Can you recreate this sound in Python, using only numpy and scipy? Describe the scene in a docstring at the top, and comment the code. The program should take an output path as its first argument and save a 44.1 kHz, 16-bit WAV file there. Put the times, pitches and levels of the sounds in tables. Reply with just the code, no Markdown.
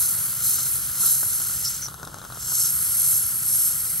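"""A small dental treatment room, a pair of microphones close to the open mouth.
An air polisher sprays the front teeth: the jet hisses, flares where it strikes enamel and rings
the mouth. It gives two wet squeals and dies down for half a second. A suction tube slurps
throughout and pops on slugs of water, most of all in the lull, over the low drone of its pump."""
import sys
import numpy as np
from scipy import signal
from scipy.fft import rfft, irfft
from scipy.io import wavfile

SR = 44100
rng = np.random.default_rng(int(sys.argv[2]) if len(sys.argv) > 2 else 0)


def put_to_file(sound):
    """Save the sound as 16-bit audio at rate SR, in the file named by the first command-line argument."""
    columns = np.atleast_2d(sound).T  # one column per channel
    safe = np.clip(columns, -1, 1)
    whole_steps = np.round(safe * 32767)
    wavfile.write(sys.argv[1], SR, whole_steps.astype(np.int16))


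N = 176400


def amp(db):
    return 10 ** (np.asarray(db) / 20)


def unit_rms(x):
    return x / np.sqrt(np.mean(x ** 2) + 1e-20)


def curve(points):
    """Joins (time, value) points, sample by sample."""
    return np.interp(np.arange(N) / SR, *np.transpose(points))


def spectrum(points):
    """Joins (frequency, value) points, bin by bin, on a log frequency axis."""
    hz, value = np.transpose(points)
    return np.interp(np.log(np.fft.rfftfreq(N, 1 / SR) + 1), np.log(hz + 1), value)


def colour(x, points):
    """Filters x by (frequency, dB) points, to an rms of 1."""
    return unit_rms(irfft(rfft(x) * amp(spectrum(points)), N))


def add(mix, start_s, sound):
    part = mix[round(start_s * SR):][:len(sound)]
    part += sound[:len(part)]


def wander(hz):
    """Random drift, mostly slower than hz, at an rms of 1."""
    f = np.fft.rfftfreq(N, 1 / SR)
    return unit_rms(irfft(rfft(rng.standard_normal(N)) * (f > hz / 10) / (1 + (f / hz) ** 2), N))


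def resonate(x, hz, width):
    """A steep resonance of gain 1 that follows hz."""
    carrier = np.exp(2j * np.pi * np.cumsum(hz * np.ones(len(x))) / SR)
    r = np.exp(-np.pi * width / SR)
    return 2 * (carrier * signal.lfilter([(1 - r) ** 2], [1, -2 * r, r * r], x * carrier.conj())).real


def wet_noise(clicks_per_s, spread_db, click_share):
    """Turbulence mixed with droplet clicks of uneven size."""
    clicks = (rng.random(N) < clicks_per_s / SR) * rng.choice([-1, 1], N)
    sizes = amp(spread_db * np.minimum(rng.exponential(1, N), 4))
    turbulence = rng.standard_normal(N)
    return np.sqrt(1 - click_share) * turbulence + np.sqrt(click_share) * unit_rms(clicks * sizes)


def air_jet():
    """Turbulent air hisses out of the nozzle."""
    # air flow through the nozzle (time [s], level [dB])
    flow = [(0, -31.5), (.8, -31.5), (1.25, -33), (1.68, -32.5), (1.82, -32.5), (1.95, -49), (2.25, -44),
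            (2.4, -38), (2.53, -34.5), (2.9, -30.5), (3.4, -33), (4, -31.5)]
    # hiss of the free jet (frequency [Hz], relative level [dB])
    hiss = [(30, -39), (500, -25), (1200, -11.5), (2100, -8), (2600, -14.5), (3200, -10), (3700, -18),
            (4300, -5), (5600, -8.5), (8000, -8), (10500, 6), (13000, -21.5), (14200, -4), (15000, -8),
            (16000, -1)]
    return amp(curve(flow)) * colour(rng.standard_normal(N), hiss)


def enamel(spray, position):
    """Spray strikes enamel with a bright hiss that changes colour from tooth to tooth."""
    # spray striking the teeth (time [s], relative level [dB])
    impact = [(0, -22.5), (.03, -23), (.1, -26), (.25, -27.5), (.4, -31), (.46, -22.5), (.54, -23),
              (.58, -28), (.75, -26), (.8, -30), (.965, -31.5), (.995, -25), (1.04, -21.5), (1.12, -20),
              (1.16, -24.5), (1.42, -27.5), (1.68, -31.5), (1.83, -40), (1.94, -47), (2.22, -53.5),
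              (2.37, -43), (2.53, -27), (2.63, -23), (2.7, -26), (2.94, -25), (3.03, -22), (3.15, -21),
              (3.23, -26.5), (3.42, -28.5), (3.53, -22.5), (3.67, -22), (3.72, -28), (4, -28)]
    # points along the spectrum of that hiss (frequency [Hz])
    hiss_hz = [2000, 5000, 7000, 8000, 8600, 9100, 9400, 9900, 10500, 11250, 11700, 12100, 12600, 13200,
               14200, 15500]
    # hiss on the first teeth at those points (relative level [dB])
    first_db = [-36, -43, -16, -14.5, -13.5, -6.5, -12, -0.5, -3.5, 0, -8, -3, -23, -12, -20, -19]
    # hiss on the next teeth at those points (relative level [dB])
    next_db = [-43, -31, -22.5, -12.5, -5.5, -7.5, -5.5, -5.5, -1.5, 1, 0.5, -11.5, -6, -18.5, -19, -38]
    on_first, on_next = (colour(spray, list(zip(hiss_hz, db))) for db in (first_db, next_db))
    return amp(3 + curve(impact)) * ((1 - position) * on_first + position * on_next)


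def mouth(spray, position):
    """Spray rings the mouth, whose resonances rise a little as the nozzle moves on."""
    # resonances of the open mouth (frequency [Hz], width [Hz], gain at first teeth [dB], at next [dB])
    resonances = [(3200, 380, -18, -18.5), (4224, 454, -4, -8), (5310, 390, -2.5, 0.5), (6213, 520, 2, 2.5),
                  (7384, 660, 2, 3.5), (9030, 1500, -10.5, -7)]
    # spray ringing the mouth (time [s], relative level [dB])
    ringing = [(0, -32), (.04, -30.5), (.16, -39.5), (.37, -40), (.46, -30), (.62, -30), (.72, -38.5),
               (.93, -39.5), (1.02, -29), (1.1, -27), (1.2, -34.5), (1.6, -35), (1.68, -30.5), (1.78, -37),
               (1.93, -56), (2.3, -52.5), (2.39, -43), (2.415, -36), (2.6, -27), (2.66, -28), (2.74, -38),
               (2.9, -36), (3.02, -31), (3.17, -32.5), (3.37, -42), (3.52, -32.5), (3.68, -32.5),
               (3.8, -38.5), (4, -41.5)]
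    pitch = 1 + 0.023 * position
    ring = sum(amp(first_db + (next_db - first_db) * position) * resonate(spray, hz * pitch, width)
               for hz, width, first_db, next_db in resonances)
    return amp(0.5 + curve(ringing)) * unit_rms(ring)


def polisher():
    """Free jet, spray on enamel and ringing mouth, all sputtering together."""
    # the nozzle's travel from the first teeth to the next (time [s], position [0-1])
    travel = [(0, 0), (1.1, 0.14), (1.9, 0.7), (2.55, 1), (3.1, 0.66), (3.6, 1), (4, 0.7)]
    position = np.clip(curve(travel), 0, 1)
    air = air_jet()
    on_teeth, in_mouth = (wet_noise(clicks_per_s=2500, spread_db=1.5, click_share=0.26) for _ in range(2))
    sputter = np.exp(0.081 * wander(hz=84.5))
    return (air + enamel(on_teeth, position) + mouth(in_mouth, position)) * sputter


def suction():
    """Air and small bubbles rush through the tube's resonance."""
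    # strength of the slurping (time [s], level [dB])
    slurp = [(0, -45), (.45, -43.5), (.97, -45.5), (1.01, -39), (1.07, -37.5), (1.14, -48), (1.42, -43.5),
             (1.8, -47.5), (1.95, -47.5), (2.28, -48), (2.45, -45.5), (2.53, -44.5), (2.7, -45), (3.3, -46),
             (4, -48)]
    # response of the suction tube (frequency [Hz], relative level [dB])
    tube = [(30, -43), (150, -10), (300, -11), (450, -9), (700, -15.5), (1000, -8), (1200, -2), (1380, 7.5),
            (1520, 0.5), (1750, -11.5), (2100, -35.5), (2700, -14), (3250, -8), (3600, -8), (6300, -16),
            (7000, -24), (9000, -12), (13000, -36), (16000, -36)]
    bubbly_air = wet_noise(clicks_per_s=260, spread_db=2.5, click_share=0.54)
    return amp(curve(slurp)) * colour(bubbly_air, tube)


def pump():
    """The suction pump rumbles and hums, its bass nearly alike on both microphones."""
    # pump tones and a thin suction whistle (frequency [Hz], level [dB], waver [share of the pitch])
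    partials = [(132.7, -54.5, 0.018), (193.5, -60.5, 0.0094), (325.5, -68, 0.01), (6460, -59.5, 0.0019)]
    # pump drone (frequency [Hz], relative level [dB])
    drone = [(22, -48), (31, -34), (42, -10.5), (52, 0.5), (80, 0.5), (100, 2), (135, 2.5), (165, -0.5),
             (200, -9.5), (250, -13), (400, -19), (900, -22), (4000, -70)]
    # the part of the drone that differs between the microphones (frequency [Hz], relative level [dB])
    spread = [(40, -22), (100, -12.5), (180, -8), (300, 2.5)]
    t = np.arange(N) / SR
    drift = np.cumsum(wander(hz=8)) / SR
    tones = sum(amp(db) * np.sqrt(2) * np.sin(2 * np.pi * hz * (t + waver * drift))
                for hz, db, waver in partials)
    mid, side = (colour(rng.standard_normal(N), drone) for _ in range(2))
    side = irfft(rfft(side) * amp(spectrum(spread) - 4.5), N)
    return amp(-46) * np.array([mid + side, mid - side]) + tones


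def plop(t, pitch):
    """The dull ring of water in the tube, which passes no treble."""
    # modes of the tube (frequency at a pitch of 1 [Hz], relative level [dB], time to fall 60 dB [s])
    modes = [(400, -22, 0.0057), (626, -13, 0.0069), (850, -8, 0.0072), (1100, -6.5, 0.012),
             (1322, -3.5, 0.026)]
    ring = sum(amp(db - 60 * t / t60) * np.sin(2 * np.pi * hz * pitch * t) for hz, db, t60 in modes)
    return signal.sosfilt(signal.butter(6, 1750, "lowpass", fs=SR, output="sos"), ring)


def pops(grain_db=-10, grain_decay_s=0.0013):
    """Each slug of water rings the tube, and its film bursts with a snap."""
    # slugs of water in the tube (time [s], relative level [dB], relative level of the snap [dB])
    slugs = [(1.231, -22.5, -8), (1.402, -30.5, -6), (1.884, -28, 2), (1.942, -27.5, 1.5),
             (1.998, -30.5, -12), (2.03, -22, -4.5), (2.0425, -29, -19), (2.05, -39.5, 9.5),
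             (2.070, -29, -16), (2.0738, -25, -4), (2.095, -34, -17), (2.143, -24.5, -4.5),
             (2.185, -30, -0.5), (2.216, -28.5, -5.5), (2.24, -29, -6), (2.25, -28, -3), (2.301, -28.5, -8),
             (2.323, -28, -2), (2.373, -27.5, -8), (2.52, -27, -12), (2.53, -31, -12)]
    # resonances of a bursting film (frequency [Hz], width [Hz], relative level [dB])
    film = [(3850, 710, 1), (5300, 430, -1.5), (6240, 700, 1.5), (7620, 660, 0.5), (9800, 4200, -1)]
    out, t = np.zeros(N), np.arange(SR // 20) / SR
    for start, db, snap_db in slugs:
        burst = (t == 0) + amp(grain_db) * rng.standard_normal(len(t)) * np.exp(-t / grain_decay_s)
        snap = sum(amp(band_db) * resonate(burst, hz, width) for hz, width, band_db in film)
        snap *= amp(4.5 + snap_db) / abs(snap).max()
        ring = plop(t, pitch=1 + 0.053 * rng.standard_normal())
        add(out, start, amp(db - 1.5) * (ring + snap))
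    return out


def squeals(width_hz=630, fade_s=0.011):
    """The jet catches in a gap and gives short, fuzzy, falling whistles."""
    # wet squeals (time [s], length [s], level [dB], start pitch [Hz], end pitch [Hz])
    glides = [(1.642, 0.048, -26.5, 5440, 5300), (1.809, 0.069, -32, 6180, 5730)]
    out = np.zeros(N)
    for start, length, db, from_hz, to_hz in glides:
        progress = np.linspace(0, 1, round(length * SR))
        hz = from_hz + (to_hz - from_hz) * progress
        whistle = resonate(rng.standard_normal(SR)[:len(hz)], hz, width_hz)
        fade = np.minimum(np.minimum(progress, 1 - progress) * length / fade_s, 1)
        add(out, start, amp(db) * unit_rms(whistle) * fade)
    return out


def gurgle(count=40, from_s=1.85, to_s=2.38):
    """Small bubbles crowd the tube while the jet rests."""
    out, t = np.zeros(N), np.arange(SR // 20) / SR
    starts = rng.uniform(from_s, to_s, count)
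    for start, offset_db, detune in zip(starts, *rng.standard_normal((2, count))):
        add(out, start, amp(-38 + offset_db) * plop(t, pitch=0.92 + 0.094 * detune))
    return out


def reflections(x, delay_s=0.004):
    """Diffuse sound off the near walls: a little later, its phases scrambled."""
    frames = signal.stft(x, nperseg=384)[2]
    smear = signal.istft(frames * np.exp(2j * np.pi * rng.random(frames.shape)))[1][:N]
    return np.std(x) * unit_rms(np.roll(smear, round(delay_s * SR)))


def scene():
    """The mouth reaches the close pair directly and by way of the room; the pump lies underneath."""
    # phase between the microphones (frequency [Hz], lead of the left [rad])
    phase_lead = [(20, 0), (1300, .25), (1700, 0), (4500, .1), (6400, .6), (7500, 1.1), (8050, .7),
                  (8400, .1), (8850, -.2), (9200, -1.25), (10250, -3.14), (11000, -4.55), (11800, -6.05),
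                  (12350, -6.5), (12900, -7.7), (13300, -9), (14250, -9.8), (14650, -11.2), (15200, -12.45)]
    # balance of the microphones (frequency [Hz], left minus right [dB])
    balance_db = [(200, 1.5), (750, 4), (1050, 3), (1500, 9.5), (1780, 8), (2050, 10.5), (2500, 6.5),
                  (3300, 2.5), (3700, 0.5), (6100, -.5), (7100, 3.5), (8300, 0), (16000, 0)]
    # room reflections (frequency [Hz], level against the direct sound [dB])
    room_db = [(100, -24), (400, -0.5), (800, -7.5), (1400, -6.5), (2300, -4), (3200, -2), (4200, -23),
               (5700, -4.5), (6300, -8), (6900, 9), (7500, -12), (8600, -15.5), (12000, -29), (12900, -18),
               (13700, -15), (14600, -8), (15400, -15)]
    near = polisher() + squeals() + suction() + pops() + gurgle()
    sides = np.array([[1], [-1]])  # left, right
    direct = rfft(near) * np.exp(0.5j * sides * spectrum(phase_lead))
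    wet = amp(spectrum(room_db))
    room = wet * rfft(np.array([reflections(near), reflections(near)]))
    balance = amp(0.5 * sides * spectrum(balance_db))
    balance /= np.sqrt(np.mean(balance ** 2, axis=0))  # keeps the total power
    return irfft(balance * (direct + room) / np.sqrt(1 + wet ** 2), N) + pump()


def record(dry):
    """The recorder's band limit cuts the highest treble."""
    edge_hz = 15760
    lowpass = signal.firwin(1023, edge_hz, window=("kaiser", 9), fs=SR)
    return signal.oaconvolve(dry, lowpass[None], "same")


dry = scene()
out = record(dry)
put_to_file(out)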